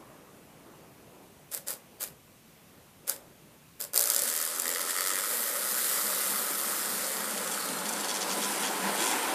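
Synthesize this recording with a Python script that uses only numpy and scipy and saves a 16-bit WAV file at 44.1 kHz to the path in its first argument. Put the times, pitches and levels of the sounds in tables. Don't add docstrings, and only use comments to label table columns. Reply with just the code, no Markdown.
import sys
import numpy as np
from scipy import signal
from scipy.fft import rfft, irfft, next_fast_len
from scipy.io import wavfile
from scipy.ndimage import uniform_filter1d, map_coordinates

SR = 44100
rng = np.random.default_rng(int(sys.argv[2]) if len(sys.argv) > 2 else 0)


def wav_record(signal):
    frames = np.transpose(np.atleast_2d(signal))
    bounded = np.clip(frames, -1, 1)
    quanta = np.round(bounded * 32767).astype(np.int16)
    wavfile.write(sys.argv[1], SR, quanta)


N = 411894

# [t/s, held/s, hiss level/dB, shell level/dB]
TRIGGER_PULLS = [(1.505, 0.061, -41.5, -53.5), (1.66, 0.055, -38.5, -48), (1.992, 0.045, -37.5, -49.5),
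                 (3.063, 0.054, -37, -48), (3.789, 0.048, -40.5, -50.5)]
# [t/s, rate/turns per s]
SHAFT_SPEED = [(3.9, 56), (4.2, 62), (4.26, 79), (4.41, 80.3), (4.55, 82.6), (4.7, 87), (4.86, 87.7),
               (4.9, 89.1), (4.93, 86), (4.96, 91.2), (5, 92.6), (5.125, 95.4), (5.2, 96.5), (5.3, 114),
               (5.6, 126), (6.2, 136), (6.9, 140), (7.5, 131), (8.1, 104), (9.34, 111)]
# [t/s, hiss level/dB, gain of the hiss's top end/dB, shell level/dB, throb level/dB]
HELD_LEVELS = [(3.95, -36, 1.5, -44, -54), (4.12, -31.5, -3, -48, -45.5), (4.3, -31, -5, -48, -49.5),
               (4.75, -32, -7.5, -43, -47.5), (5.15, -32.5, -10, -46, -47), (5.35, -30, 1.5, -44, -46.5),
               (5.65, -32, -0.5, -44, -43), (6, -32.5, -1.5, -44, -44.5), (6.6, -32, -1, -46, -42),
               (7.1, -32, -5.5, -42, -46), (7.6, -31.5, -6, -42.5, -43.5), (8.15, -36.5, -7.5, -42, -48.5),
               (8.8, -32.5, -7, -40.5, -45), (9.34, -32.5, -5.5, -40, -42.5)]
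# [f/Hz, level/dB per Hz]
HISS_COLOUR = [(880, -23), (1500, -5), (1940, -4.5), (2560, -10.5), (3000, -7), (3500, -4.5), (4900, -4.5),
               (5630, -7), (9510, 1), (11400, 0.5), (13700, 3.5), (14600, -5.5)]
# [f/Hz, width/Hz, level/dB]
METAL_MODES = [(4890, 390, -1.5), (5730, 950, -4.5), (7550, 320, 2), (9240, 89, 8), (10600, 400, -9),
               (15300, 400, -3)]
# [f/Hz, width/Hz, level/dB]
HOUSING_MODES = [(561, 197, -1)]
# [f/Hz, width/Hz, level/dB]
CHUCK_MODES = [(1298, 440, 0)]
# [multiple of the shaft speed, from t/s, to t/s, level/dB]
SHAFT_TONES = [(15, 5.3, 6.8, -59), (3, 4.22, 4.72, -57), (2, 5.2, 5.45, -58), (1, 6.68, 6.97, -55.5)]
# [t/s, rise above the hiss/dB]
SCRAPES = [(4.276, 5.5), (4.289, 5), (4.598, 8), (4.716, 4), (4.81, 7.5), (4.897, 5), (4.911, 8)]
# [t/s, level before the ring/dB]
LOUD_TICKS = [(1.517, -36), (1.5246, -35), (1.5375, -28), (1.542, -26), (1.548, -21), (1.5686, -32),
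              (1.5762, -27), (1.6734, -32), (1.6842, -22), (1.7061, -22), (1.7137, -26), (1.7378, -32),
              (2.0096, -29), (2.0205, -29), (2.0294, -24), (2.0388, -22), (2.0761, -36), (3.0783, -25),
              (3.091, -26), (3.0968, -13), (3.1631, -34), (3.8041, -27), (3.8123, -23), (3.823, -26),
              (3.8403, -26), (3.8501, -31), (3.9353, -25), (3.9437, -21), (3.9557, -22), (3.9612, -15),
              (3.9685, -24), (3.9774, -8), (3.9889, -23), (3.994, -12), (4.0057, -15), (4.0115, -14),
              (4.0228, -17), (4.0288, -17), (4.04, -14), (4.0575, -18), (4.074, -17), (4.085, -21),
              (4.0907, -22), (4.1016, -11), (4.1088, -22), (4.1193, -19), (4.1367, -21), (4.1473, -16),
              (4.1639, -13), (4.1814, -21), (4.1925, -17), (4.198, -20), (4.2206, -18), (4.2363, -23),
              (4.3004, -20), (4.3646, -19), (4.4146, -19), (4.4272, -19), (4.4518, -17), (4.599, -17),
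              (4.6206, -21), (4.6803, -18), (4.6924, -18), (4.7379, -21), (4.7493, -20), (4.816, -20),
              (5.0728, -18)]
# [t/s, tick level/dB, knock level/dB], both before the ring
TURN_CONTACT = [(4.24, -60, -60), (4.27, -24, -36), (4.44, -22, -33), (4.52, -29, -45), (4.63, -29, -40),
                (4.655, -22, -27), (4.71, -23, -28), (4.73, -24, -32), (4.77, -24, -26), (4.8, -25, -30),
                (4.85, -29, -40), (4.9, -27, -28), (4.94, -29, -40), (4.965, -22, -26), (5.01, -23, -26),
                (5.03, -25, -31), (5.065, -22, -25), (5.14, -25, -32), (5.16, -23, -27), (5.19, -23, -29),
                (5.22, -28, -35), (7.3, -32, -40), (8, -61, -66)]
# [f/Hz, width/Hz, level/dB]
KNOCK_MODES = [(1310, 330, -1), (1890, 380, 0), (3150, 700, -5), (4700, 800, -8)]
# [f/Hz, width/Hz, level/dB]
SHELL_TAP_MODES = [(566, 50, -0.5), (900, 47, -12), (1410, 82, -6)]
# [middle t/s, length/s, level/dB near 3.3 kHz, level/dB near 4.5 kHz, level/dB near 6 kHz, level/dB above 7 kHz]
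STEP_BURSTS = [(7.31, .01, -31, -35, -32, -27), (7.378, .01, -31, -33, -32, -27),
               (7.475, .01, -29, -28, -29, -25), (7.519, 0.011, -29, -29, -27, -23),
               (7.542, .01, -28, -30, -33, -20), (7.625, .01, -29, -28, -28, -31),
               (7.69, .01, -27, -34, -26, -26), (7.79, .01, -28, -32, -29, -30),
               (7.86, .022, -25, -25, -29, -25), (7.893, 0.016, -24, -34, -23, -19),
               (7.933, 0.016, -32, -30, -25, -22), (7.965, 0.018, -26, -31, -29, -27),
               (8.006, 0.02, -30, -24, -29, -24), (8.05, 0.028, -26, -22, -27, -29),
               (8.1, 0.037, -23, -22, -22, -25), (8.158, 0.044, -24, -37, -21, -25),
               (8.222, 0.034, -24, -29, -19, -30), (8.317, 0.051, -25, -28, -22.5, -28),
               (8.439, 0.05, -22, -37, -20, -29), (8.656, 0.075, -20.5, -40, -22.5, -28),
               (9.061, 0.17, -21, -40, -23, -21.5)]
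# [f/Hz, width/Hz, level/dB]
WEIGHT_MODES = [(3390, 190, -7), (4490, 140, 2), (5530, 370, -7.5), (5940, 510, -2), (7570, 250, -7),
                (9240, 230, 1)]
# [f/Hz, width/Hz, from t/s, to t/s, level/dB]
SPINNER_RINGS = [(4600, 140, 4.99, 5.01, -43), (4460, 81, 7.54, 7.64, -49.5), (4180, 80, 7.58, 7.78, -53),
                 (4200, 90, 8.15, 8.18, -49)]
# [t/s, rush level/dB, low boom level/dB]
STIRRED_AIR = [(3.95, -54, -84), (4.5, -53, -76), (6, -48.5, -55), (6.6, -45, -50.5), (7.5, -44, -49),
               (7.9, -40, -47.5), (8.2, -39, -46), (8.8, -34.5, -46), (9.34, -33.5, -53)]
# [f/Hz, level/dB per Hz]
RUSH_COLOUR = [(65, -62), (110, 2.5), (212, 13.5), (679, 0.5), (877, 8.5), (1210, -4.5), (1370, 7),
               (5000, -2.5), (6500, -5), (11000, -120)]
# [f/Hz, width/Hz, level/dB]
BOOM_MODES = [(195.6, 19, 7.5), (304, 63, 0), (500, 120, -8), (615, 29, 0), (731, 58, 7.5), (898, 27, 4.5),
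              (1008, 18, 10.5), (1120, 22, 8), (1430, 53, -9)]
# [f/Hz, width/Hz, level/dB]
SINGING_MODES = [(755, 40, -1.5), (895, 40, -2), (1006, 21, 2)]
# [t/s, level/dB]
SINGING_LEVEL = [(7.9, -67), (8.08, -45), (8.3, -45), (8.7, -43), (9.34, -40.5)]
# [f/Hz, t60/s]
WALL_DECAY = [(200, 1), (1500, 0.12), (6000, 0.19), (14000, 0.1)]
# [f/Hz, level/dB per Hz]
ROOM_COLOUR = [(12, -47), (20, -24.5), (154, -5), (198, -9), (254, -11.5), (550, -37), (597, -36),
               (832, -25), (2440, -21), (2650, -21.5), (4480, -26.5), (11800, -25.5), (14700, -25.5)]
# [t/s, level/dB]
RUMBLE_LEVEL = [(0, -53.5), (.5, -57), (.7, -56), (1.4, -58), (1.9, -57.5), (2.6, -62.5), (3.3, -57.5),
                (3.8, -62.5)]
# [t/s, level/dB]
AIRY_LEVEL = [(0, -59), (.33, -64), (.42, -82), (.6, -80), (.66, -61), (.88, -67), (1, -74), (9.34, -80)]

TOUCH_S = 4.4508
COAST_DB_PER_S, SHELL_RINGS_DB_PER_S = 307, 210
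TONE_FADE_DB_PER_S, RING_FADE_DB_PER_S = 150, 500
THROB_BLURS_S = 7.8
SCRAPE_S = 0.0051
CHATTER_PER_S, CHATTER_DB, SEATED_S = 130, 6, 4.3
SCUFF_DB, SCUFF_GROWS = -24, 0.62
TAP_DB = 37
EDGE_HZ, TOP_HZ = 14700, 15859


def amp(db):
    return 10 ** (np.asarray(db) / 20)


def unit(x):
    return x / np.sqrt(np.mean(x ** 2) + 1e-20)


def along(points, hz):
    f, v = np.transpose(points)
    return np.interp(np.log(hz + 1), np.log(f + 1), v)


def curves(rows):
    s, *cols = np.transpose(rows)
    return [np.interp(np.arange(N) / SR, s, c) for c in cols]


def wobble(rate):
    knots = rng.standard_normal(int(N * rate / SR) + 4)
    return map_coordinates(knots, [np.arange(N) * rate / SR])


def filtered(x, response):
    m = next_fast_len(N + SR // 2)
    return irfft(rfft(x, m) * response(np.fft.rfftfreq(m, 1 / SR)), m)[..., :N]


def modes(table, f, sign=-1):
    return sum(sign ** k * amp(db) * 1j * f * width / (centre * centre - f * f + 1j * f * width)
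               for k, (centre, width, db) in enumerate(table))


def highpass(f, hz):
    return -f * f / (hz * hz - f * f + 1.4j * f * hz)


def noise(response, patchy_db):
    z = signal.stft(rng.standard_normal(N), nperseg=512)[2]
    field = uniform_filter1d(rng.standard_normal(z.shape), 6, 0)
    field = uniform_filter1d(field, 12, 1)
    patched = signal.istft(z * amp(patchy_db * unit(field)), nperseg=512)[1][:N]
    return unit(filtered(patched, response))


def crackle(blows, ms):
    t = np.arange(SR // 50) / SR
    shape = amp(-60000 * t / ms) * (1 - np.exp(-(t / .0013) ** 2))
    return signal.fftconvolve(blows, shape / shape.max())[:N] * np.sign(rng.standard_normal(N))


def running():
    return np.clip((np.arange(N) / SR - 3.925) / 0.019, 0, 1) ** 2


def trigger_blips(column, fade_db_per_s):
    t = np.arange(N) / SR
    level = 0
    for row in TRIGGER_PULLS:
        start, held = row[:2]
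        coast_s = np.clip(t - start - held, 0, 1)
        attack = np.clip((t - start) / 0.016, 0, 1) ** 2
        level = level + amp(row[column] - fade_db_per_s * coast_s) * attack
    return level


def turns():
    angle = np.cumsum(curves(SHAFT_SPEED)[0]) / SR
    return angle - angle[round(TOUCH_S * SR)] % 1


def motor(angle):
    t = np.arange(N) / SR
    hiss_db, top_db, shell_db, throb_db = curves(HELD_LEVELS)
    hiss_colour = lambda f: amp(along(HISS_COLOUR, f)) * (1 + 0.38 * np.abs(modes(METAL_MODES, f)))
    flutter_db = 0.44 * wobble(60) + 0.95 * wobble(300) + 1.7 * wobble(2500)
    hiss = noise(hiss_colour, patchy_db=1.0) * amp(flutter_db)
    top = filtered(hiss, lambda f: 1 / (1 + (10500 / (f + 1)) ** 12))
    hiss = hiss + top * (amp(top_db) - 1) * running()

    shell_body = lambda f: 0.37 * highpass(f, 420) / (1 + (f / 2200) ** 4)
    shell = noise(lambda f: modes(HOUSING_MODES, f) ** 2 + shell_body(f), patchy_db=1.5)

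    kick = 0.057 + np.clip((t - THROB_BLURS_S) / 0.17, 0, 2) + np.exp(-4.5 * (angle % 1))
    even_kick = kick / np.sqrt(uniform_filter1d(kick ** 2, size=4410))
    throb = unit(filtered(even_kick * rng.standard_normal(N), lambda f: modes(CHUCK_MODES, f) ** 2))

    tones = 0
    for order, start, end, db in SHAFT_TONES:
        outside_s = np.maximum(0, np.maximum(start - t, t - end))
        tone_db = db - TONE_FADE_DB_PER_S * outside_s + 3.7 * wobble(17)
        tones = tones + amp(tone_db) * np.sin(2 * np.pi * order * angle)

    flare_db = sum(db * np.exp(-((t - s) / SCRAPE_S) ** 2) for s, db in SCRAPES) + 2.0 * wobble(4.6)
    steady = hiss * amp(hiss_db + flare_db)
    steady = steady + shell * amp(shell_db + 0.77 * wobble(16))
    steady = steady + throb * amp(throb_db + 0.72 * wobble(11))
    pulled_hiss = trigger_blips(2, COAST_DB_PER_S) * hiss
    pulled_shell = trigger_blips(3, SHELL_RINGS_DB_PER_S) * shell
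    return running() * steady + pulled_hiss + pulled_shell + tones


def bit(angle):
    early = np.arange(N) / SR < SEATED_S
    once = np.diff(np.floor(angle), prepend=0) * running()
    tick_db, knock_db = curves(TURN_CONTACT)
    starting = 0.56 * trigger_blips(2, COAST_DB_PER_S) + running() * amp(HELD_LEVELS[0][1]) * early
    chatter = rng.random(N) < CHATTER_PER_S / SR
    uneven = chatter * starting * amp(CHATTER_DB + 1.5 * rng.standard_normal(N))
    for s, db in LOUD_TICKS:
        uneven[round(s * SR) - SR // 1000] += amp(db)
    clear = uniform_filter1d(uneven, size=400) < 1e-9
    bright = clear * once * amp(tick_db + 1.6 * rng.standard_normal(N)) + uneven
    dull = early * amp(SCUFF_DB) * uneven ** SCUFF_GROWS

    snap_ring = lambda f: highpass(f, 4170) ** 3 * (1 + .5 * modes(METAL_MODES, f))
    snap = filtered(crackle(1.25 * bright, ms=3.6), snap_ring)
    scuff = filtered(crackle(dull, ms=16), lambda f: highpass(f, 580) / (1 + (f / 4500) ** 4))
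    shell_tap = filtered(amp(TAP_DB) * dull, lambda f: modes(SHELL_TAP_MODES, f))

    blows = once * amp(knock_db + 2 * rng.standard_normal(N))
    spurts = amp(31) * blows + amp(7) * crackle(blows, ms=9)
    knock = filtered(spurts, lambda f: sum(modes([row], f) ** 2 for row in KNOCK_MODES))
    return snap + scuff + shell_tap + knock


def spinner(angle):
    t = np.arange(N) / SR
    strikes = np.diff(np.floor(angle), prepend=0)
    strikes = strikes + 0.43 * np.diff(np.floor(angle + .45), prepend=0)
    struck = crackle(strikes * amp(7.0 + 0.93 * rng.standard_normal(N)), ms=8.6)
    rubbed = amp(-7.0) * rng.standard_normal(N)
    gates = sum(amp(levels_db)[:, None] * np.exp(-((t - s) / (length / 2)) ** 4)
                for s, length, *levels_db in STEP_BURSTS)
    ring = lambda f: 0.35 * highpass(f, 1900) / (1 + (f / 11000) ** 6) + 1.08 * modes(WEIGHT_MODES, f)
    above = lambda f, hz: 1 / (1 + (hz / (f + 1)) ** 16)
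    bands = lambda f: -np.diff([1 + 0 * f, above(f, 4100), above(f, 5000), above(f, 6900), 0 * f], axis=0)
    return filtered(gates * (struck + rubbed), lambda f: ring(f) * bands(f)).sum(axis=0)


def rings():
    t = np.arange(N) / SR
    total = 0
    for hz, width, start, end, db in SPINNER_RINGS:
        outside_s = np.maximum(0, np.maximum(start - t, t - end))
        whistle = noise(lambda f: modes([(hz, width, 0)], f) ** 2, patchy_db=0.5)
        total = total + amp(db - RING_FADE_DB_PER_S * outside_s) * whistle
    return total


def air():
    rush_db, boom_db = curves(STIRRED_AIR)
    colour = lambda f: amp(along(RUSH_COLOUR, f)) * (1 + np.abs(modes(BOOM_MODES, f)))
    low = lambda f: 1 / (1 + (f / 260) ** 8)
    rush = amp(rush_db) * noise(lambda f: colour(f) * (1 - low(f)), patchy_db=1.4)
    boom = amp(boom_db + 2.1 * wobble(8.7)) * noise(lambda f: colour(f) * low(f), patchy_db=1.0)
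    sing_colour = lambda f: sum(modes([row], f) ** 2 for row in SINGING_MODES)
    sing = amp(curves(SINGING_LEVEL)[0]) * noise(sing_colour, patchy_db=-0.5)
    return running() * amp(0.96 * wobble(16)) * (rush + boom + sing)


def walls(x):
    hz, t, z = signal.stft(rng.standard_normal(SR // 2), SR, nperseg=256)
    decay = amp(-60 * t / along(WALL_DECAY, hz)[:, None])
    tail = signal.istft(z * decay, SR, nperseg=256)[1]
    delayed = np.pad(x, (200, 0))
    return signal.fftconvolve(delayed, tail / np.linalg.norm(tail))[:N]


def room_tone():
    hush = amp(-57.5) * noise(lambda f: amp(along(ROOM_COLOUR, f)), patchy_db=0.9)
    rumble_db = curves(RUMBLE_LEVEL)[0] + 0.92 * wobble(5.3)
    airy = amp(curves(AIRY_LEVEL)[0]) * noise(lambda f: modes([(1090, 310, 0)], f) ** 2, patchy_db=2.5)
    rumble = amp(rumble_db) * noise(lambda f: modes([(320, 660, 0)], f) ** 2, patchy_db=1.7)
    return hush + airy + rumble


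def scene():
    angle = turns()
    tool = motor(angle) + bit(angle) + spinner(angle) + rings()
    heard = tool + amp(-12.0) * walls(tool) + air() + room_tone()
    return np.tile(heard, (2, 1))


def record(dry):
    loud_db = 10 * np.log10(np.abs(uniform_filter1d(dry[0] ** 2, size=2600)) + 1e-12)
    cut = np.clip((loud_db + 41.5) / 10, 0, .9)
    bass = filtered(dry, lambda f: 1 / (1 + (f / 160) ** 8))
    band = lambda f: np.where(f < EDGE_HZ, 1, amp(-39)) * (f < TOP_HZ)
    return filtered(dry - cut * bass, band)


dry = scene()
out = record(dry)
wav_record(out)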